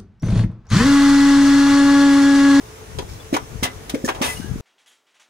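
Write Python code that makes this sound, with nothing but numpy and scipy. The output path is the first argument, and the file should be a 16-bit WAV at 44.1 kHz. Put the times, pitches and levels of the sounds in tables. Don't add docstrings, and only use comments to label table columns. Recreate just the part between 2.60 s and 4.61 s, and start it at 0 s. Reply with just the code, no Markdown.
import sys
import numpy as np
from scipy import signal
from scipy.fft import rfft, irfft, next_fast_len
from scipy.io import wavfile
from scipy.ndimage import uniform_filter1d, map_coordinates

SR = 44100
rng = np.random.default_rng(int(sys.argv[2]) if len(sys.argv) > 2 else 0)


def voltage_ratio(decibels):
    exponent = np.asarray(decibels, float) / 20
    return 10 ** exponent


def bounce(signal):
    frames = np.transpose(np.atleast_2d(signal))
    limited = np.clip(frames, -1, 1)
    pcm = np.round(limited * 32767).astype(np.int16)
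    wavfile.write(sys.argv[1], SR, pcm)


N = 88596


def unit(x):
    return x / np.sqrt(np.mean(x ** 2) + 1e-20)


def along(points, hz):
    f, v = np.transpose(points)
    return np.interp(np.log(hz + 1), np.log(f + 1), v)


def wobble(rate, size):
    knots = rng.standard_normal(int(size * 400 / SR) + 4)
    return map_coordinates(knots, [np.arange(size) * min(rate, 399) / SR])


def filtered(x, response):
    m = next_fast_len(x.shape[-1] + 8192)
    spectrum = rfft(x, m) * response(np.fft.rfftfreq(m, 1 / SR))
    return irfft(spectrum, m)[..., :x.shape[-1]]


def peak(hz, centre_hz, width_hz):
    return 1j * hz * width_hz / (centre_hz ** 2 - hz ** 2 + 1j * hz * width_hz)


def rolled_on(hz, corner_hz):
    return 1 / (1 + (corner_hz / (hz + 1)) ** 2)


def add(track, s, sound):
    part = track[..., round(s * SR):][..., :sound.shape[-1]]
    part += sound[..., :part.shape[-1]]


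def thumps():
    # start_s, level_db, pitch_hz, t60_s, rebound_db
    strokes = [
        (0.3873, -28.5, 390.5, 0.11, -12.5),
        (0.7271, -7, 291, 0.029, -24),
        (0.7422, -12.5, 304, 0.041, -45),
        (1.0261, -9, 220, 0.016, -31),
        (1.3391, -11, 273.3, 0.04, -32),
        (1.4406, -9.5, 252, 0.027, -21.5),
        (1.6109, -10.5, 253, 0.026, -18),
    ]
    # pitch_hz, level_db
    rebound_modes = [(345, -5.5), (420, -7), (520, -2.5)]
    after_hz = [256.7, 338.4, 391, 539.4]
    after_db = [-22, -32, -29.5, -24.5]
    after_t60_s, after_rise_s = 0.23, 0.026
    overtone, overtone_db = 2.122, -12
    rise_s, rebound_s, rebound_width_s = 0.003, 0.015, 0.0075

    out, t = np.zeros(N), np.arange(SR // 5) / SR
    for s, db, hz, t60, rebound_db in strokes:
        phases = rng.random((2, 8))
        fade = voltage_ratio(-60 * t / t60) * (1 - np.exp(-t / rise_s))
        second = voltage_ratio(overtone_db) * np.cos(2 * np.pi * overtone * hz * t)
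        low = fade * (np.sin(2 * np.pi * hz * t) - second)
        rebound = np.zeros(len(t))
        for (f, a), phase in zip(rebound_modes, phases[0]):
            rebound += voltage_ratio(a) * np.sin(2 * np.pi * (f * t + phase))
        rebound *= voltage_ratio(rebound_db) * np.exp(-((t - rebound_s) / rebound_width_s) ** 2)
        after = np.zeros(len(t))
        for f, a, phase in zip(after_hz, after_db, phases[1]):
            after += voltage_ratio(a + 1.5 * wobble(49, size=len(t))) * np.sin(2 * np.pi * (f * t + phase))
        after *= voltage_ratio(-60 * t / after_t60_s) * (1 - np.exp(-t / after_rise_s))
        add(out, s, voltage_ratio(db + 8.0) * (low + rebound + after))
    return out * np.ones((2, 1))


def clatter():
    # start_s, rms_db, t60_s, tilt_db_per_octave, favoured_hz
    bursts = [(0.3857, -27.5, 0.082, -2.5, 3600), (.42, -35.5, 0.053, -3, 770), (0.728, -31, 0.15, 0, 2100),
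              (0.74, -21, 0.1, -2.5, 2800), (.764, -18.5, 0.059, -2.5, 1250), (1.03, -17.5, 0.13, 1, 2950),
              (1.2948, -26.5, 0.064, 2, 3040), (1.344, -32, 0.07, -0.5, 2300),
              (1.477, -23.5, 0.13, -4, 1870), (1.447, -30.5, 0.14, 3, 6500),
              (1.486, -20.5, 0.099, -3, 2720), (1.547, -38.5, 0.12, -1, 3050),
              (1.615, -22, 0.35, -1.5, 2770), (1.54, -36.5, 0.68, -6, 750), (1.62, -31.5, 0.72, 3.5, 9500),
              (0.49, -46.5, 0.4, 1.5, 4800), (1.7, -44.5, .9, 0, 4500), (1.68, -47, 0.64, 1, 9500),
              (1.296, -33.5, 0.061, 0.5, 3400), (.386, -34.5, 0.044, -2, 4800),
              (1.025, -35, 0.11, -1, 1500), (1.05, -32.5, 0.17, -4, 1630)]
    # frequency_hz, density_db
    metal = [(180, -40), (300, -4), (713, -3), (856, -2.5), (1150, -6), (2000, -13.5), (4830, -11.5),
             (8500, -14), (16000, -22.5)]
    # pitch_hz, width_hz
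    lever = [(520, 8.9), (720, 8.2), (980, 8.2), (1225, 66), (1715, 130), (2015, 100), (2170, 37),
             (2600, 9.4), (3250, 85), (3750, 30), (4500, 34), (5350, 49), (8300, 25)]
    contacts_per_s, bed_db = 3700, -4
    diffuse_db, diffuse_above_hz = 3.5, 570
    favour_db, favour_q, mode_gain_db = 5, 3, 2
    attack_s, hold_share, treble_faster = 0.00015, 0.11, 1.86

    out, t = np.zeros((2, N)), np.arange(SR // 2) / SR
    for s, db, t60, tilt_db, centre_hz in bursts:
        draw = rng.random((2, len(t)))
        noise = rng.standard_normal((4, len(t)))
        hits = (draw[0] < contacts_per_s / SR) * noise[0]
        struck = draw[1, :len(lever)]
        diffuse = filtered(noise[2:], lambda hz: rolled_on(hz, diffuse_above_hz))
        raw = unit(hits) + voltage_ratio(bed_db) * noise[1] + voltage_ratio(diffuse_db) * diffuse

        def colour(hz):
            tilted = voltage_ratio(along(metal, hz) + tilt_db * np.log2((hz + 200) / 2000)) * (hz > 250)
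            favoured = 1 + voltage_ratio(favour_db) * peak(hz, centre_hz, centre_hz / favour_q)
            modes = sum(g * peak(hz, c, w) for g, (c, w) in zip(struck, lever))
            return tilted * favoured * (1 + voltage_ratio(mode_gain_db) * modes)

        body = filtered(raw, colour)
        body = body / np.std(body[:, :round(np.clip(t60, .02, .5) * SR / 4)])
        treble = filtered(body, lambda hz: rolled_on(hz, 4000))
        late = np.maximum(t - hold_share * t60, 0) / t60
        shape = (1 - np.exp(-t / attack_s)) * voltage_ratio(db + 0.94 * wobble(121, size=len(t)))
        dying = (body - treble) * voltage_ratio(-60 * late) + treble * voltage_ratio(-60 * treble_faster * late)
        add(out, s, shape * dying)
    return out


def rings():
    # start_s, length_s, pitch_hz, level_db, rise_share
    lever_rings = [(.3855, 0.0083, 3356, -29.5, 0.38), (.39, 0.037, 979, -38, 0.22),
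                   (.392, 0.027, 2605, -46, 0.27), (.395, 0.029, 4820, -45, 0.25),
                   (0.483, 0.028, 2290, -48.5, .4), (.746, 0.0071, 2275, -17, 0.58),
                   (.7645, .005, 864, -18, 0.46), (.769, .005, 1300, -26, 0.49),
                   (.772, 0.0032, 820, -22, 0.29), (1.051, 0.033, 720, -30.5, .4),
                   (1.0295, .011, 2100, -23.5, 0.37), (1.038, 0.014, 2033, -23, .5),
                   (1.054, 0.0074, 2050, -26, .4), (1.066, .03, 2020, -30.5, .2),
                   (1.09, 0.043, 2035, -45.5, .3), (1.032, .025, 2886, -35, 0.16),
                   (1.033, 0.019, 4200, -28, 0.25), (1.342, 0.012, 2163, -31.5, 0.67),
                   (1.349, 0.021, 519, -18.5, .35), (1.446, 0.015, 1768, -25.5, 0.28),
                   (1.447, .012, 6580, -31, .4), (1.486, .016, 970, -23.5, .35),
                   (1.488, .012, 1178, -22.5, 0.29), (1.489, 0.015, 2220, -27.5, 0.21),
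                   (1.487, 0.016, 3340, -31, .3), (1.49, 0.021, 1602, -27.5, 0.52),
                   (1.617, 0.035, 2055, -28, 0.64), (1.66, 0.077, 2017, -28, 0.49),
                   (1.727, 0.042, 2005, -41, .2), (1.634, 0.027, 2620, -29.5, .5),
                   (1.66, 0.11, 2590, -39, 0.27), (1.615, 0.035, 1198, -31.5, 0.25),
                   (1.62, 0.044, 1737, -31, 0.35), (1.637, 0.032, 2950, -35.5, .4),
                   (1.62, 0.056, 3680, -32, 0.37), (1.624, 0.01, 6050, -28.5, 0.58),
                   (1.66, 0.032, 8300, -42, 0.43), (1.719, 0.12, 5460, -48, .4),
                   (1.748, 0.036, 2890, -38, 0.79)]
    # start_s, length_s, pitch_hz, level_db, rise_share
    squeaks = [
        (.592, .027, 3450, -43, .7),
        (1.79, .085, 1550, -44, .5),
        (1.79, .18, 1650, -48, .4),
        (1.78, .13, 2900, -50, .4),
    ]
    rough_rad, flutter_hz, flutter_db = .55, 140, 1.8

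    out, t = np.zeros(N), np.arange(SR // 4) / SR
    for s, length, hz, db, rise in lever_rings + squeaks:
        level = voltage_ratio(flutter_db * wobble(flutter_hz, size=len(t)))
        flutter = level * np.exp(1j * rough_rad * wobble(flutter_hz, size=len(t)))
        top_s = np.clip(rise, .02, .9) * length
        swell = np.sin(np.pi / 2 * np.interp(t, [0, top_s, length], [0, 1, 0])) ** 2
        add(out, s, voltage_ratio(db) * swell * np.real(flutter * np.exp(2j * np.pi * hz * t)))
    return out


def ports(x):
    left_lag_s = 0.0004543
    return filtered(x, lambda hz: np.exp(-2j * np.pi * hz * np.array([[left_lag_s], [0]])))


def wind():
    # time_s, level_db
    left_gusts = [(0, -69), (.25, -49), (.34, -30.5), (.45, -36.5), (.6, -42), (.9, -42.5), (.96, -35),
                  (1.03, -37), (1.1, -40), (1.17, -36.5), (1.28, -48), (1.76, -33), (1.81, -27),
                  (1.88, -32), (1.93, -28.5), (1.97, -35), (2.01, -30)]
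    # time_s, level_db
    right_gusts = [(0, -72), (1.88, -58), (1.94, -27), (1.965, -24.5), (2.01, -38)]
    # frequency_hz, density_db
    buffet = [(10, -18), (25, -3.5), (90, 1.5), (150, -1.5), (280, -13.5), (700, -36.5), (1500, -100)]
    t = np.arange(N) / SR
    level_db = np.array([np.interp(t, *np.transpose(g)) for g in (left_gusts, right_gusts)])
    lumps = voltage_ratio(4.5 * np.array([wobble(34.98, size=N), wobble(34.78, size=N)]))
    rumble = filtered(rng.standard_normal((2, N)), lambda hz: voltage_ratio(along(buffet, hz)))
    return voltage_ratio(level_db) * unit(lumps * rumble)


def puffs():
    # centre_s, peak_db, width_s, sign, left_minus_right_db
    pushes = [(.381, -18.5, 0.0023, 1, 30), (.958, -17.5, 0.0021, -1, 25), (0.974, -24, 0.0035, -1, 23),
              (0.996, -23, 0.0035, -1, 22), (1.0356, -24, 0.0032, -1, 19), (1.044, -21.5, .002, 1, 1),
              (1.049, -31, 0.0013, -1, 10), (1.165, -24, 0.0026, -1, 24), (1.799, -19, 0.00098, 1, 29),
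              (1.803, -16.5, 0.0013, 1, 34), (1.846, -19.5, 0.001, -1, 23), (1.86, -18, 0.0026, -1, 33),
              (1.917, -16.5, 0.0018, -1, 32), (1.941, -17.5, 0.0018, -1, 43), (1.96, -14.5, 0.0012, 1, 8)]
    out, t = np.zeros((2, N)), np.arange(N) / SR
    for s, db, width, sign, pan_db in pushes:
        u = ((t - s) / width) ** 2
        out += np.sign(sign) * voltage_ratio([[db], [db - pan_db]]) * (1 - u) * np.exp(-u / 2)
    return out


def yard(x):
    # frequency_hz, t60_s
    decay = [(200, 0.15), (2000, 0.14), (10000, 0.064)]
    hz, t, z = signal.stft(rng.standard_normal((2, SR // 2)), SR, nperseg=256)
    fade = voltage_ratio(-60 * t / along(decay, hz)[:, None])
    tail = signal.istft(z * fade, SR, nperseg=256)[1]
    delayed = np.pad(x, ((0, 0), (300, 0)))
    return signal.fftconvolve(delayed, tail / np.linalg.norm(tail[0]), axes=1)[:, :N]


def background():
    # frequency_hz, density_db
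    hiss = [(24, -37), (40, 0.5), (112, 1), (200, -10), (436, -7), (561, -10.5), (3180, -21), (6760, -22),
            (16300, -32)]
    # frequency_hz, power_share
    alike = [(100, 0.99), (450, 0.86), (800, 0.081), (3000, 0.2), (10000, 0.071)]
    # pitch_hz, width_hz, level_db
    hums = [(436.9, 22, -49.5), (373, 29, -61)]
    hiss_db = -39.5

    z = signal.stft(rng.standard_normal((3, N)), nperseg=512)[2]
    patches = uniform_filter1d(rng.standard_normal(z.shape[1:]), size=6, axis=0)
    patches = uniform_filter1d(patches, size=12, axis=1)
    noise = signal.istft(z * voltage_ratio(1.15 * unit(patches)), nperseg=512)[1][:, :N]
    share = lambda hz: np.clip(along(alike, hz), 0, 1)
    near = filtered(noise[0], lambda hz: voltage_ratio(along(hiss, hz)) * np.sqrt(share(hz)))
    wide = filtered(noise[1:], lambda hz: voltage_ratio(along(hiss, hz)) * np.sqrt(1 - share(hz)))
    hum = np.zeros(N)
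    for c, w, db in hums:
        hum += voltage_ratio(db) * unit(filtered(rng.standard_normal(N), lambda hz: peak(hz, c, w) ** 2))
    return voltage_ratio(hiss_db) * unit(ports(near) + wide) + hum


def scene():
    left_db, yard_db, wind_leak_db = 0.5, -12, -16.5
    knocks = thumps() + clatter() * voltage_ratio([[left_db], [0]])
    tones = rings()
    direct = ports(knocks) + tones * voltage_ratio([[2], [-2]])
    answer = voltage_ratio(yard_db) * yard(knocks + tones)
    leak = np.array([[1, 0], [voltage_ratio(wind_leak_db), 1]])
    return direct + answer + leak @ (wind() + puffs()) + background()


def top_cut(x):
    return signal.sosfilt(signal.butter(12, 15900, fs=SR, output="sos"), x)


def record(dry):
    # centre_hz, width_hz, gain_db
    left_port = [(1540, 2900, 1), (4300, 710, -1.5), (4500, 310, -3.5), (7700, 360, -1.5),
                 (9200, 660, -0.5), (9730, 1000, 2.5), (11600, 340, -2)]
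    # centre_hz, width_hz, gain_db
    right_port = [(4680, 1430, -4.5), (5750, 1200, 4.5), (7550, 370, -0.5), (8050, 590, -4),
                  (11800, 450, -13)]
    top, band_hz = .55, 15770
    bumps = lambda hz, port: voltage_ratio(sum(db / (1 + (2 * (hz - c) / w) ** 2) for c, w, db in port))
    heard = filtered(dry, lambda hz: np.array([bumps(hz, left_port), bumps(hz, right_port)]))
    rounded = heard / (1 + np.abs(heard / top) ** 4) ** .25
    mix = filtered(rounded, lambda hz: hz < band_hz)
    return top_cut(mix)


dry = scene()
out = record(dry)
bounce(out)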